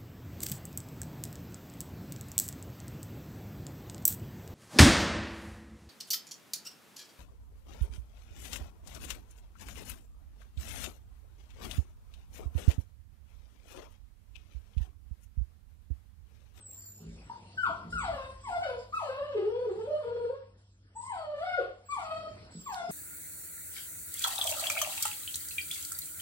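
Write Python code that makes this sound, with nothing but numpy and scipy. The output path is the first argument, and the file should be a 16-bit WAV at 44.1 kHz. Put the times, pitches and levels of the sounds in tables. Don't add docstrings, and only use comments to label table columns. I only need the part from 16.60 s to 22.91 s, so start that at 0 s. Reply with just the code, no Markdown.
import sys
import numpy as np
from scipy import signal
from scipy.fft import rfft, irfft, next_fast_len
from scipy.io import wavfile
from scipy.ndimage import uniform_filter1d

SR = 44100
rng = np.random.default_rng(int(sys.argv[2]) if len(sys.argv) > 2 else 0)


def nominal_scale(level):
    x = np.asarray(level, float) / 20
    return 10 ** x


def wrap_up_sound(samples):
    columns = np.atleast_2d(samples).T
    tamed = np.clip(columns, -1, 1)
    steps = np.round(tamed * 32767).astype(np.int16)
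    wavfile.write(sys.argv[1], SR, steps)


N = 278271


def evened(x):
    return x / np.sqrt(np.mean(x ** 2) + 1e-20)


def read(points, hz):
    f, value = np.transpose(points)
    return np.interp(np.log(hz + 1), np.log(f + 1), value)


def add(mix, s, sound):
    part = mix[round(s * SR):][:len(sound)]
    part += sound[:len(part)]


def curves(tables, fade=0.008):
    t = np.arange(N) / SR
    rows = np.concatenate(tables)
    gate = np.zeros(N)
    for table in tables:
        since_start, until_end = t - table[0][0], table[-1][0] + fade - t
        gate += np.clip(np.minimum(since_start, until_end) / fade, 0, 1)
    return gate, [np.interp(t, rows[:, 0], column) for column in rows[:, 1:].T]


def drift(size):
    return evened(uniform_filter1d(uniform_filter1d(rng.standard_normal(N), size), size))


def coloured(x, gain):
    size = next_fast_len(N + 4096)
    return irfft(rfft(x, size) * gain(np.fft.rfftfreq(size, 1 / SR)), size)[..., :N]


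def swells(events, rise_s, rest_db):
    t = np.arange(N) / SR
    power = nominal_scale(2 * rest_db)
    for s, db, t60 in events:
        u = np.maximum(t - s, 0)
        rise = 1 - np.exp(-(u / rise_s) ** 2)
        power = power + (nominal_scale(db - 60 * u / max(t60, .1)) * rise) ** 2
    return np.sqrt(power)


# frequency in Hz, likeness from 0 to 1.
LIKENESS = [(60, 0.96), (250, 0.89), (700, 0.56), (1700, 0.8), (3000, 0.32), (4500, 0.056), (5800, 0.58),
            (7400, 0.99), (9000, 0.93), (15000, 1)]


def noise(spectrum, patchy_db):
    frames, hz = N // 256 + 5, np.fft.rfftfreq(1024, 1 / SR)
    a, b, c, d, patches = rng.standard_normal((frames, 513, 5)).T
    patches = evened(uniform_filter1d(uniform_filter1d(patches, 14, 0), 12, 1))
    same = np.clip(read(LIKENESS, hz), -1, 1)[:, None]
    left, other = a + 1j * b, c + 1j * d
    ports = np.array([left, same * left + np.sqrt(1 - same ** 2) * other])
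    ports = ports * nominal_scale(read(spectrum, hz)[:, None] + patchy_db * patches)
    return evened(signal.istft(ports, nperseg=1024, noverlap=768)[1][:, :N])


# start in seconds, length in seconds, first pitch in Hz, last pitch in Hz,
# level in dB.
WHISTLES = [
    (0.0, 0.44, 8390, 7045, -65),
    (0.95, 0.2, 7800, 7450, -85.5),
    (1.376, 0.082, 8160, 7770, -65.5),
    (1.803, 0.18, 8170, 7790, -75.5),
    (2.331, 0.13, 8200, 7900, -87),
    (4.347, 0.27, 7840, 8155, -68),
    (5.251, 0.19, 7580, 7900, -72),
    (5.904, 0.21, 7950, 7750, -71.5),
    (6.002, .16, 7570, 7380, -72),
]


def nose_whistle(gate, fold_turn):
    t, hz, level = np.arange(N) / SR, np.zeros(N), np.zeros(N)
    settle, rise_s, fade_db = 4.2, 0.013, -12.5
    for s, length, first_hz, last_hz, db in WHISTLES:
        u = (t - s) / length
        inside = (u >= 0) & (u < 1)
        along = np.clip(u, 0, 1)
        hz = np.where(inside, last_hz + (first_hz - last_hz) * np.exp(-settle * along), hz)
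        edges = np.clip(np.minimum(u, 1 - u) * length / rise_s, 0, 1)
        level += inside * edges * nominal_scale(db + fade_db * along ** 3)
    turn = 2 * np.pi * np.cumsum(hz * (1 + .002 * drift(size=120))) / SR
    swayed = np.cos(turn) * (1 + 0.62 * gate * np.cos(fold_turn))
    octave_db = -5 - 22.5 * (hz - 7400) / 1000
    whistle = nominal_scale(15) * level * (swayed + nominal_scale(octave_db) * np.cos(2 * turn))
    return whistle * nominal_scale(2.5 * drift(size=200))


# frequency in Hz, t60 in seconds.
WALLS = [(300, 0.3), (800, 0.53), (2000, 0.4), (5500, 0.57), (12000, 0.067)]


def room(x):
    taps = np.zeros((2, SR))
    at = np.arange(150, SR - 20, 20) + rng.integers(0, 20, (2, (SR - 151) // 20))
    np.put_along_axis(taps, at, rng.choice([-1., 1.], at.shape), 1)
    hz, t, z = signal.stft(taps, SR, nperseg=256)
    z = z * nominal_scale(-60 * t / read(WALLS, hz)[:, None])
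    same = np.clip(read(LIKENESS, hz), 0, 1)[:, None]
    apart = 1.157 * np.sqrt((1 - same) / (1 + same))
    tail = signal.istft([z[0] + apart * z[1], z[0] - apart * z[1]], SR, nperseg=256)[1]
    return signal.fftconvolve(x[None], tail / np.linalg.norm(tail[0]), axes=1)[:, :N]


# time in seconds, openness of the room around the microphone in dB,
# fan loudness in dB.
CARRIED = [(0.0, -66, -60), (0.3, -70.5, -57), (0.5, -61, -59), (1.4, -60, -55), (1.75, -62, -57),
           (2.7, -66.5, -57.5), (3.5, -63.5, -56.5), (3.9, -69.5, -59), (4.2, -75.5, -61.5),
           (4.5, -66, -59.5), (5.2, -69.5, -62), (5.7, -57, -60.5), (5.87, -59, -60.5), (6.1, -63, -83),
           (6.32, -55.5, -94)]


def fan():
    _, (air_db, fan_db) = curves([CARRIED])
    turn = 2 * np.pi * np.cumsum(98.26 + 2.4 * drift(size=2000)) / SR
    waver = nominal_scale(1.4 * drift(size=900))
    return np.sqrt(2) * waver * (nominal_scale(fan_db) * np.cos(turn) + nominal_scale(air_db - 7.5) * np.cos(2 * turn))


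# frequency in Hz, density in dB per Hz.
ROOM_AIR = [(35, -58), (60, -14.5), (102, -4), (129, -18), (198, -14), (357, -19), (1280, -31),
            (3150, -36.5), (3610, -38.5), (5560, -38.5), (6500, -62), (8450, -74), (14300, -120)]


def room_air():
    _, (air_db, _) = curves([CARRIED])
    return nominal_scale(air_db + 2.5) * noise(ROOM_AIR, patchy_db=4.0)


# frequency in Hz, density in dB per Hz.
RUMBLE = [(18, -40.5), (30, -18), (54, 9), (85, -4), (110, -51.5), (190, -120)]
# start in seconds, peak in dB, t60 in seconds.
THUDS = [
    (0.44, -41, .9),
    (0.93, -62.5, .4),
    (1.27, -39, 2.3),
    (1.66, -48.5, 2.5),
    (2.33, -60.5, 2.3),
    (3.5, -63.5, 1.8),
    (4.39, -54, 0.12),
    (5.79, -58.5, .35),
    (6.27, -54, 0.55),
]


def floor_rumble():
    rumble = evened(coloured(rng.standard_normal(N), lambda f: nominal_scale(read(RUMBLE, f)) * (f < 90)))
    return swells(THUDS, rise_s=0.042, rest_db=-66) * rumble


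# frequency in Hz, density in dB per Hz.
RUSTLE = [(3000, -22.5), (5200, -12.5), (6200, -15), (7300, -9.5), (8500, -9.5), (10500, -13.5),
          (12000, -21.5), (14000, -18.5), (16000, -36.5)]
# start in seconds, peak in dB, t60 in seconds.
BRUSHES = [(0.09, -83, 8.5), (1.0, -78.5, 0.9), (1.29, -74.5, 2.13), (1.68, -81, 0.32), (1.86, -76.5, 1.9),
           (2.17, -77.5, 0.46), (2.33, -71, 0.95), (3.1, -88, 3.0), (3.5, -106.5, 2.3), (3.96, -92, 1.7),
           (4.4, -74.5, 0.51), (4.75, -86, 2.35), (5.29, -71.5, 1.3), (5.55, -87, 3.9), (5.9, -78, 3.4),
           (6.11, -64, 0.59), (6.28, -66, .5)]


def fur_rustle(dog):
    voice = np.sqrt(abs(uniform_filter1d(dog ** 2, size=3000)))
    level = nominal_scale(16.5) * swells(BRUSHES, rise_s=0.017, rest_db=-102) + nominal_scale(-40) * voice
    return level * noise(RUSTLE, patchy_db=4.5)


# start in seconds, peak in dB, ring time as a factor.
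STEPS = [
    (0.403, -57, 1.0),
    (0.447, -52, 0.67),
    (0.797, -71, 0.47),
    (1.103, -73, 0.91),
    (1.249, -50, 0.3),
    (1.325, -53, 0.69),
    (3.16, -59, 0.18),
    (5.947, -48.5, 0.33),
    (6.287, -45, 1),
]
# frequency in Hz, level in dB, t60 in seconds.
BOARDS = [(165.1, 3.5, 0.82), (222.2, -0.5, 0.66), (278.4, -5, 0.4), (419, 4, 0.082), (500, -19.5, 0.071)]


def steps():
    out, t = np.zeros(N), np.arange(SR // 2) / SR
    soft_onset = 1 - np.exp(-t / 0.004)
    for (s, db, ring), draw in zip(STEPS, rng.random((len(STEPS), len(BOARDS)))):
        modes = 0
        for (f, mode_db, t60), u in zip(BOARDS, draw):
            hz = f * (1 + .05 * (u - .5))
            modes = modes + nominal_scale(mode_db - 60 * t / (t60 * max(ring, .2))) * np.sin(2 * np.pi * (hz * t + u))
        add(out, s, nominal_scale(db + 2) * modes * soft_onset)
    return out


# frequency in Hz, level in dB.
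MUZZLE = [(1200, 20), (2000, 7), (2700, 5.5), (3200, 6.5), (3800, -5), (4500, 0.5), (6000, -32),
          (8500, -15.5), (11000, -28.5)]
# time in seconds, pitch in Hz, effort in dB, mouth opening (0 shut,
# about 1 wide).
YELPS = [
    [(0.697, 916, -32, 0.0), (0.712, 937, -64, 0.1), (0.735, 920, -80, .2)],
    [(0.972, 1552, -38.5, 0), (0.99, 1503, -37, 0.4), (1.02, 1490, -46.5, 0), (1.04, 1391, -30.5, 0.2),
     (1.066, 1105, -38.5, 0.7), (1.096, 686.3, -43, 0.4), (1.125, 590, -61.5, 0.72)],
    [(1.324, 1426, -33, 0.3), (1.345, 1458, -41.5, 0.19), (1.416, 1109, -45.5, 0.82),
     (1.45, 763.5, -42.5, 0.83), (1.51, 625, -43.5, 0.56), (1.565, 546, -53, 0.96), (1.638, 530, -59, 1.07),
     (1.7, 532, -51.5, 0.2)],
    [(1.83, 1129, -69, 0), (1.852, 1119, -47, 0.67), (1.908, 704.5, -41, 0.49), (1.974, 700, -34.5, 0.55),
     (1.99, 756, -58, 0.36), (2.04, 747, -42.5, 0.99), (2.07, 540, -42.5, 0.49), (2.118, 492, -43, 0.59),
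     (2.21, 495, -56, 0.43)],
]
MOAN = [
    [(2.322, 1135, -44.5, .4), (2.342, 1301, -37.5, 0.34), (2.378, 1290, -44.5, 0.65),
     (2.43, 626, -42.5, 0.6), (2.494, 516, -43.5, 0.65), (2.68, 601, -45, 0.57), (2.725, 541.5, -45, 0.56)],
    [(2.762, 430, -35, 0.22), (2.81, 386, -42, 0.43), (2.87, 434.3, -36, 0.13), (2.976, 500, -41.5, 0.39),
     (3.052, 487, -35.5, 0.1)],
    [(3.088, 393, -41, 0.39), (3.146, 381.7, -43.5, 0.14), (3.19, 448.5, -39.5, .25),
     (3.246, 440, -42, 0.28), (3.286, 594.5, -44.5, 0.26), (3.326, 608.8, -33, 0.15),
     (3.384, 607.6, -58, 0.8)],
    [(3.436, 466.6, -43.5, 0.44), (3.6, 477.4, -43.5, 0.31), (3.682, 463.6, -41, 0.39),
     (3.718, 530, -45, 0.23), (3.76, 545.5, -63.5, 0.91)],
]
PLEAS = [
    [(4.35, 816.2, -50, .05), (4.37, 918, -49.5, 0.22), (4.43, 1000, -55, 0.099),
     (4.485, 1065, -44.5, 0.54), (4.535, 772, -45.5, 0.57), (4.584, 649.5, -48, .65),
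     (4.67, 605, -43.5, 0.38), (4.786, 582.4, -44, 0.55)],
    [(4.85, 733.6, -40, 0.63), (4.9, 722, -41.5, 0.8), (4.96, 721.2, -44.5, 0.98),
     (4.974, 645.7, -36.5, 0.55), (5.002, 402.8, -38.5, 0.4), (5.028, 355.7, -59, 0.9),
     (5.06, 366.4, -70.5, 1.235)],
    [(5.285, 1120, -49.5, 0.38), (5.328, 1188, -38.5, 0.59), (5.364, 981, -43.5, 0.35),
     (5.39, 741.6, -47, 0.79), (5.44, 636.3, -49, 0.78), (5.478, 627, -54, 0.76), (5.518, 643, -43, 0.73),
     (5.69, 628.2, -51.5, 0.55), (5.73, 628.6, -93, 0.51)],
    [(6.058, 1232, -49.5, 0.77), (6.095, 911, -44.5, 0.6), (6.137, 745.6, -45, 0.62),
     (6.201, 691, -46, 0.7), (6.259, 705.2, -41, 0.26), (6.32, 695, -47, 0.73)],
]


def cry():
    joined = [sum(MOAN, []), sum(PLEAS[:2], [])]
    gate, (hz, first_db, mouth) = curves(YELPS + joined + PLEAS[2:])
    hz = uniform_filter1d(hz, size=500)
    glide = uniform_filter1d(abs(np.gradient(np.log2(hz))) * SR, size=600)
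    second_db = first_db - 31 + 36 * mouth - .8 * glide
    upper_db = first_db - 39.5 + 34.5 * mouth - 5 * np.log2(hz / 600)
    slack = (550 / hz) ** 2
    uneven = .007 * drift(size=60) + .009 * drift(size=500)
    turn = 2 * np.pi * np.cumsum(hz * (1 + slack * uneven)) / SR
    upper = np.zeros(N)
    for k in range(3, 14):
        even_db = -7 * (k % 2 == 0)
        upper += nominal_scale(read(MUZZLE, k * hz) + even_db + 3 * drift(size=2000)) * np.cos(k * turn)
    upper /= np.sqrt(uniform_filter1d(upper ** 2, 3000) + 1e-9)
    air = evened(coloured(rng.standard_normal(N), lambda f: nominal_scale(read(MUZZLE, f)) * (f > 1200)))
    upper = upper + .36 * np.sqrt(slack) * air * (1 + np.cos(turn))

    def beads():
        tremble = coloured(rng.standard_normal(N), lambda f: np.exp(-((f - 24) / 16) ** 2))
        return 1 + 0.56 * np.sqrt(slack) * evened(tremble)

    first = np.sqrt(2) * beads() * nominal_scale(first_db) * np.cos(turn)
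    second = np.sqrt(2) * beads() * nominal_scale(second_db) * np.cos(2 * turn)
    return gate * (first + second + beads() * nominal_scale(upper_db) * upper), gate, turn


def puppy():
    voice, gate, fold_turn = cry()
    return voice + nose_whistle(gate, fold_turn)


# time in seconds, peak in dB.
TICKS = [
    (1.9185, -60),
    (2.3294, -58),
    (3.159, -62),
    (5.27, -70),
    (6.1445, -36),
    (6.1415, -48),
    (6.2914, -62),
]
# frequency in Hz, radians the left port leads.
LEAD = [(60, 0), (300, .15), (700, .7), (1200, 1.5), (2800, 2.8), (5900, 3.2), (6900, 3.9), (7900, 5.4),
        (9100, 6.28), (10400, 7), (12100, 9.42), (13500, 10.2), (15200, 12.56)]


def ticks():
    out, t = np.zeros(N), np.arange(600) / SR
    for (s, db), snap in zip(TICKS, rng.standard_normal((len(TICKS), 600))):
        add(out, s, nominal_scale(db) * (.6 * snap + np.sin(2 * np.pi * 4400 * t)) * np.exp(-t / .0009))
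    return coloured(out, lambda f: np.exp(-1j * np.array([[.5], [-.5]]) * read(LEAD, f)))


def scene():
    dog, feet = puppy(), steps()
    ringing = nominal_scale(-1) * room(dog + 1.3 * feet)
    background = fan() + floor_rumble() + room_air() + fur_rustle(dog)
    return dog + feet + ringing + background + ticks()


def masked(ports, under_db=11, quiet_db=-97, left_db=-30):
    hz, _, z = signal.stft([ports[0] + ports[1], ports[0] - ports[1]], SR, nperseg=1024)
    power = np.add.reduceat(abs(z) ** 2, np.arange(0, 513, 9), axis=1)
    power = np.repeat(power, 9, axis=1)
    hidden = (power * nominal_scale(2 * under_db) < power[::-1]) | (power < nominal_scale(2 * quiet_db))
    z = z * np.where(hidden & (hz > 2500)[:, None], nominal_scale(left_db), 1)
    mid, side = signal.istft(z, SR, nperseg=1024)[1][:, :N]
    return np.array([mid + side, mid - side]) / 2


def low_pass(x):
    return signal.sosfilt(signal.butter(12, 15800, fs=SR, output="sos"), x)


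# frequency in Hz, left minus right in dB.
TILT = [(60, 0), (250, -.8), (550, 1), (1400, 4), (2500, .7), (4500, -1.5), (6000, 0), (15000, 0)]
# frequency in Hz, gain in dB.
MICROPHONE = [(20, -29), (32, -13.5), (42, -2.5), (5200, 6.5), (10500, -7.5), (12000, -8), (15500, -1),
              (15900, -51)]


def record(dry):
    half = np.array([[.5], [-.5]])

    def response(f):
        return nominal_scale(read(MICROPHONE, f) + half * read(TILT, f)) * np.exp(1j * half * read(LEAD, f))

    mix = masked(coloured(dry, response))
    return low_pass(mix)


dry = scene()
out = record(dry)
wrap_up_sound(out)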